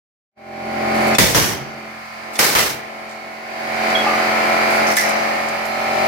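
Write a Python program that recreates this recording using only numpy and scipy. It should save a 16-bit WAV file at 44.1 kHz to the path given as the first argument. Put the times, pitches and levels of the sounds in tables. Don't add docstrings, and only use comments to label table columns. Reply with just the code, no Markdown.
import sys
import numpy as np
from scipy import signal
from scipy.fft import rfft, irfft
from scipy.io import wavfile
from scipy.ndimage import uniform_filter1d

SR = 44100
rng = np.random.default_rng(int(sys.argv[2]) if len(sys.argv) > 2 else 0)


def volts_from_db(level):
    exponent = np.asarray(level, float) / 20
    return 10 ** exponent


def generate_wav(sig):
    pcm = np.round(np.clip(np.atleast_2d(sig).T, -1, 1) * 32767).astype(np.int16)
    wavfile.write(sys.argv[1], SR, pcm)


N = 267687

# treble level/dB, hold/s, fall/(dB/s), bass relative level/dB
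BLASTS = [
    (-16, 0.0041, 72, -2),
    (-19.5, 0.043, 75, -3),
    (-17, .006, 59, -13),
    (-19.5, .042, 91, -10.5),
]
# start t/s, cut off t/s
BLAST_SPANS = [
    (1.183, 1.344),
    (1.345, 1.8),
    (2.39, 2.548),
    (2.549, 2.97),
]
# f/Hz, level/(dB per Hz)
BLAST_SPECTRUM = [(18, -50), (30, -48), (49, -8), (152, 2.5), (257, -2), (401, -4.5), (836, -10),
                  (1410, -10), (1570, -10.5), (1840, -8.5), (3020, -14.5), (5660, -9), (8170, -14),
                  (11800, -14), (15700, -15)]
# f/Hz, side minus mid level/dB
BLAST_WIDTH = [(60, -3), (150, -6), (380, -5), (950, 0), (2380, -1), (5980, 0), (15000, 0)]
LIMIT_S = 0.17
TREBLE_DB_PER_S, LOW_DB_PER_S, MIDDLE_DB = 134, 23, -0.03

# t/s, level/dB, f/Hz, t60/s, left minus right level/dB
CLINKS = [(1.01, -39, 10700, 0.17, -8), (1.148, -12, 2520, 0.041, 11), (1.148, -21, 3460, 0.063, 14),
          (1.148, -19, 5500, 0.055, 0.), (2.356, -30, 3450, .08, 0.), (2.386, -1, 10400, 0.016, 0.),
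          (2.446, -18.5, 1776, 0.13, -13), (3.949, -9, 3270, 0.092, -9), (3.98, -19.5, 3310, .18, 9),
          (4.064, -5, 820, .06, 3), (4.069, -18, 2580, .11, -2), (4.968, -14.5, 1736, .12, -10),
          (4.972, -15, 1990, 0.13, -2), (5.013, -23, 1890, 0.36, 1), (5.171, -45, 5920, .3, 0.),
          (5.21, -43, 1358, 1.7, 0.), (5.652, -40, 11600, .3, 9)]
# t/s, level/dB, f/Hz, t60/s, left minus right level/dB
THUDS = [
    (1.183, -24, 86.5, 0.13, 4),
    (1.599, -30, 140, 0.56, 4),
    (2.63, -45, 55.6, .55, -9),
    (2.7, -37, 132, 0.56, 0.),
]
# level/dB, f/Hz, t60/s, left minus right level/dB
SQUEAK = (-9.5, 1195, .085, 4)
SQUEAK_S, SLIP_S = 4.066, 0.022
GLIDE = 0.022

# t/s, level/dB, centre f/Hz, t60/s
TAPS = [(1.07, -28, 7960, 0.15), (1.146, -22.5, 4500, 0.12), (1.185, -10, 2180, 0.039),
        (1.346, -26, 3000, .09), (2.331, -37.5, 7500, .9), (2.354, -26.5, 3940, 0.14),
        (2.551, -10, 1290, .12), (3.899, -25, 3200, 0.11), (4.966, -18, 6940, 0.36),
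        (4.968, -21, 10300, 0.081), (5.485, -27.5, 4870, 0.066), (5.651, -34, 6000, 0.13)]
# t/s, level/dB, centre f/Hz, t60/s
RUSTLES = [
    (.94, -39, 8000, 4.5),
    (3.09, -42, 5000, 0.37),
    (4.7, -32, 9000, .51),
    (4.74, -34, 8900, 0.33),
    (4.87, -32, 11000, 0.4),
    (4.909, -26, 8900, .2),
    (4.955, -24, 7500, 0.23),
    (5.084, -27.5, 8900, 0.16),
]
# t/s, level/dB, centre f/Hz, t60/s
RATTLES = [
    (1.187, -23.5, 5740, 1),
    (1.35, -30, 5600, 0.94),
    (4.863, -28.5, 5700, 1),
    (4.966, -15.5, 1980, 0.49),
    (4.97, -25, 5600, 0.74),
]
# width as a share of the centre frequency, rise/s
TAP, RUSTLE, RATTLE = (1.7, 0.0018), (1.14, 0.006), (0.24, 0.0048)

PUMP_HZ, STROKE_S = 43.87, 4.453
# multiple, level by the wall/dB, level in mid room/dB
LOW_HARMONICS = [(1, -34, -35), (2, -16, -24.5), (3, -13.5, -20), (4, -21.5, -26), (5, -3.5, -4),
                 (6, -14.5, -23.5), (7, -22, -10.5), (8, -8.5, -10), (9, -6.5, -11), (10, -30, -7),
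                 (11, -23, -13.5), (12, -13.5, -6.5), (13, -0.5, -4.0), (14, 6, -17.5), (15, -0.5, 0),
                 (16, -25, -5), (17, 1.5, 2), (18, 9, -8), (19, -12.5, -2.0), (20, -8, -11)]
# multiple, level/dB
UPPER_HARMONICS = [(21, -15), (22, -12), (23, -10.5), (24, -8.5), (25, -14), (26, -16.5), (27, -21),
                   (28, -10), (30, -7.5), (31, -12.5), (33, -12.5), (36, -21), (37, -21), (38, -20),
                   (39, -15.5), (40, -14), (41, -12), (42, -29), (43, -26.5), (44, -15), (45, -17),
                   (46, -18), (47, -12), (48, -15.5), (49, -10), (50, -8.5), (51, -22), (53, -13.5),
                   (54, -8.5), (56, -20),
                   (69, -20.5), (71, -27), (88, -27), (93, -23), (95, -23), (100, -27), (101, -37), (102, -20.5),
         (103, -22.5), (104, -29), (109, -21.5)]
# f/Hz, level/(dB per Hz)
AIR_SPECTRUM = [(18, -61), (30, -38), (165, -10), (214, -8), (264, -4.5), (482, -5), (660, 5), (793, -3),
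                (929, -4.5), (2200, -2.5), (3270, -18), (4590, -20), (6290, -23), (12100, -35),
                (15700, -32)]
# f/Hz, width/Hz, level/dB
CASING = [(2300, 610, -10), (4730, 1040, -22), (9630, 380, -30.5), (11920, 1030, -30)]
# f/Hz, side minus mid level/dB
ROOM_WIDTH = [(60, 1), (150, -14), (380, -6), (950, 5.5), (2380, 0), (5980, 1), (15000, 0)]
# t/s, share of a stroke
SMEAR = [(.4, .8), (3.4, .7), (3.8, .1), (4.9, .16), (5.15, .8), (5.75, .8), (5.95, .3)]
# t/s, spread/s, low f/Hz, high f/Hz, depth 0-1
DEAD_SPOTS = [
    (2.1, 0.17, 250, 470, 0.94),
    (2.02, 0.33, 500, 790, 0.48),
    (6.1, 0.59, 1220, 2000, 0.37),
    (2.3, 0.52, 130, 190, .3),
    (2.12, 0.18, 2100, 2900, 0.18),
]
# t/s, 0 by the wall to 1 in mid room
PLACE = [(.5, 0.026), (1.1, 0.52), (1.8, 0.57), (2.3, 1), (3.1, 0.72), (3.7, 0.76), (4.6, 0.85),
         (5.2, 0.84), (5.6, 0.56), (6., 0.21)]
CORNER_DB, LEAVE_DB_PER_S, CORNER_HZ = 4.5, 1.1, 370
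LEAVE_S, LEAVE_SPREAD_S = 2.15, 0.36
CLATTER_DB, HISS_DB = (1.5, 2), (1.8, 4)
# t/s, level/dB
GAIN = [(.352, -56), (.378, -28.5), (1.15, -22.5), (1.18, -37.5), (1.7, -38.5), (2.36, -36), (2.385, -36),
        (2.9, -38), (3.42, -38), (3.88, -23), (4.92, -21.5), (4.975, -30.5), (5.056, -23.5), (5.674, -28),
        (6.07, -21.5)]
FADE_START_S, FADE_S, FADE_POWER = 0.31, 0.74, 1.35

# f/Hz, left minus right level/dB
PORTS = [(60, 9.5), (150, -4), (380, 2), (950, -1), (2380, -1.5), (5980, -1), (15000, -2.5)]
EDGE_HZ = 15880


def evened(x):
    return x / np.sqrt(np.mean(abs(x) ** 2) + 1e-20)


def read(points, hz):
    f, value = np.transpose(points)
    return np.interp(np.log(hz + 1), np.log(f + 1), value)


def add(mix, s, sound):
    part = mix[:, round(s * SR):][:, :sound.shape[1]]
    part += sound[:, :part.shape[1]]


def stereo(mid, side):
    return np.array([mid + side, mid - side])


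def noise(count, colour, width):
    hz = np.fft.rfftfreq(count, 1 / SR)
    mid, side = rfft(rng.standard_normal((2, count))) * volts_from_db(colour(hz))
    return irfft(stereo(mid, side * volts_from_db(read(width, hz))), count)


def lumps(count, size):
    return evened(uniform_filter1d(rng.standard_normal(count), size=size))


def band(x, lo_hz, hi_hz):
    hz = np.fft.rfftfreq(x.shape[-1], 1 / SR) + 1e-3
    gain = 1 / np.sqrt((1 + (lo_hz / hz) ** 8) * (1 + (hz / hi_hz) ** 8))
    return irfft(rfft(x) * gain, x.shape[-1])


def drift(count, per_s):
    steps = N * 100 // SR + 2
    z = rng.standard_normal((count, steps)) + 1j * rng.standard_normal((count, steps))
    slow = np.exp(-(np.fft.fftfreq(steps, 1 / 100) / per_s) ** 2)
    return evened(np.fft.ifft(np.fft.fft(z) * slow))


def blast(db, hold, fall_db, bass_db, start, stop):
    t = np.arange(start, stop, 1 / SR)
    since = t - start
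    late = np.maximum(since - LIMIT_S, 0)
    level_db = db - fall_db * np.maximum(since - hold, 0)
    lumps_db = 1.6 * lumps(SR // 2 + 1, 160)
    x = noise(len(t), lambda hz: read(BLAST_SPECTRUM, hz) + lumps_db[hz.astype(int)], BLAST_WIDTH)
    bands = [band(x, lo, hi) for lo, hi in ((3000, 20000), (500, 3000), (30, 500))]
    treble, middle, bass = (b / np.std(b.mean(0)) for b in bands)
    echoes = volts_from_db(0.31 * lumps(len(t), 150) + 0.86 * lumps(len(t), 500))
    edges = np.clip(since / 0.0012, 0, 1) * np.clip((stop - t) / 0.0013, 0, 1)
    bass_gain = volts_from_db(bass_db - 1.0 + 17.0 * np.minimum(since, LIMIT_S)) * np.clip(since / 0.0051, 0, 1)
    lows = volts_from_db(MIDDLE_DB) * middle + bass_gain * bass
    sound = volts_from_db(-TREBLE_DB_PER_S * late) * treble + volts_from_db(-LOW_DB_PER_S * late) * lows
    return start, sound * volts_from_db(level_db) * echoes * edges


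def clink(s, db, hz, t60, pan_db):
    t = np.arange(round(.6 * SR)) / SR
    turns = np.cumsum(hz * (1 + GLIDE * np.exp(-t / 0.014))) / SR
    ring = volts_from_db(db - 60 * t / t60) * np.sin(2 * np.pi * turns) * np.clip(t / .008, 0, 1)
    walls = np.zeros((2, 5000))
    at = rng.integers(150, 5000, (2, 24))
    echoes = 0.13 * rng.choice([-1, 1], at.shape) * volts_from_db(-60 * at / SR / .5)
    np.put_along_axis(walls, at, echoes, 1)
    walls[:, 0] = 1
    return s, signal.fftconvolve(ring[None], walls, axes=1) * volts_from_db([[pan_db / 2], [-pan_db / 2]])


def knock(s, db, hz, t60, width, rise):
    t = np.arange(round(.4 * SR)) / SR
    x = noise(len(t), lambda f: -10 * np.log10(1 + (2 * (f - hz) / (width * hz)) ** 4), ROOM_WIDTH)
    grain = volts_from_db(2.2 * lumps(len(t), 120))
    return s, evened(band(x, 412, 20000)) * grain * volts_from_db(db - 60 * t / t60) * np.clip(t / rise, 0, 1)


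def pump_tones(turns, wander=0.32, per_s=0.88):
    fixed_tones = [(m, db, db) for m, db in UPPER_HARMONICS]
    k, wall_db, room_db = np.transpose(LOW_HARMONICS + fixed_tones)
    lag = rng.uniform(-np.pi, np.pi, len(k)) * np.clip(abs(k - 16) / 3 - 1, 1 / 8, 1)
    speeds = per_s * (1 + k[:, None] / 36.0)
    depth = wander * np.clip(k / 20., 0, 1.8)[:, None]
    mids = (1 + depth * drift(len(k), speeds)) * np.exp(1j * lag)[:, None]
    mids *= 1 + 0.078 * drift(len(k), 26.0)
    sides = drift(len(k), speeds) * volts_from_db(read(ROOM_WIDTH, k * PUMP_HZ) - 4.0)[:, None]
    at, out = np.arange(N) * 100 / SR, np.zeros((2, N))
    steps = np.arange(mids.shape[1])
    smear, place = (np.interp(steps / 100, *np.transpose(c)) for c in (SMEAR, PLACE))
    for order, a_db, b_db, mid, side in zip(k, wall_db, room_db, mids, sides):
        pair = stereo(mid, side) * volts_from_db(a_db + (b_db - a_db) * place)
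        pair = pair * np.exp(-1j * np.pi * smear * (np.clip(order, 11, 21) - 17) ** 2 / 8)
        spin = np.exp(2j * np.pi * order * turns)
        out += [(spin * np.interp(at, steps, c)).real for c in pair]
    return out


def rush(turns, puff=0.023):
    def colour(hz):
        peaks = sum(volts_from_db(db) / (1 + (2 * (hz - f) / w) ** 2) for f, w, db in CASING)
        return 20 * np.log10(volts_from_db(read(AIR_SPECTRUM, hz)) + peaks)
    return noise(N, colour, ROOM_WIDTH) * (1 + puff * np.cos(2 * np.pi * turns))


def compressor():
    t = np.arange(N) / SR
    place = np.interp(t, *np.transpose(PLACE))
    clatter_db, hiss_db = (a + (b - a) * place for a, b in (CLATTER_DB, HISS_DB))
    turns = PUMP_HZ * (t - STROKE_S)
    x = evened(pump_tones(turns)) + volts_from_db(-2.5) * evened(rush(turns))
    x /= np.std(band(x.mean(0), 500, 900))
    for at, spread, lo_hz, hi_hz, depth in DEAD_SPOTS:
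        x -= depth * np.exp(-((t - at) / spread) ** 2) * band(x, lo_hz, hi_hz)
    bass, low, high = band(x, 1, CORNER_HZ), band(x, 1, 1000), band(x, 1, 3000)
    corner_db = CORNER_DB / (1 + np.exp((t - LEAVE_S) / LEAVE_SPREAD_S))
    parts = volts_from_db(6.5 - LEAVE_DB_PER_S * t + corner_db) * bass + low - bass
    parts += volts_from_db(clatter_db) * (high - low) + volts_from_db(hiss_db) * (x - high)
    fade = np.clip((t - FADE_START_S) / FADE_S, 0, 1) ** FADE_POWER
    return parts * volts_from_db(np.interp(t, *np.transpose(GAIN))) * fade


def scene():
    mix = compressor()
    for row, span in zip(BLASTS, BLAST_SPANS):
        add(mix, *blast(*row, *span))
    for rows, kind in ((TAPS, TAP), (RUSTLES, RUSTLE), (RATTLES, RATTLE)):
        for row in rows:
            add(mix, *knock(*row, *kind))
    slips = [(SQUEAK_S + SLIP_S * n, *SQUEAK) for n in range(4)]
    for row in CLINKS + THUDS + slips:
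        add(mix, *clink(*row))
    return mix


def top_cut(x):
    return signal.sosfilt(signal.butter(12, 15880, fs=SR, output="sos"), x)


def record(dry):
    tilt_db = read(PORTS, np.fft.rfftfreq(N + SR, 1 / SR)) * np.array([[.5], [-.5]])
    ports = irfft(rfft(dry, N + SR) * volts_from_db(tilt_db), N + SR)[:, :N]
    low_pass = signal.firwin(511, EDGE_HZ, window=("kaiser", 9), fs=SR)
    limited = signal.oaconvolve(ports, low_pass[None], "same")
    return top_cut(np.clip(limited, -1, 1))


dry = scene()
out = record(dry)
generate_wav(out)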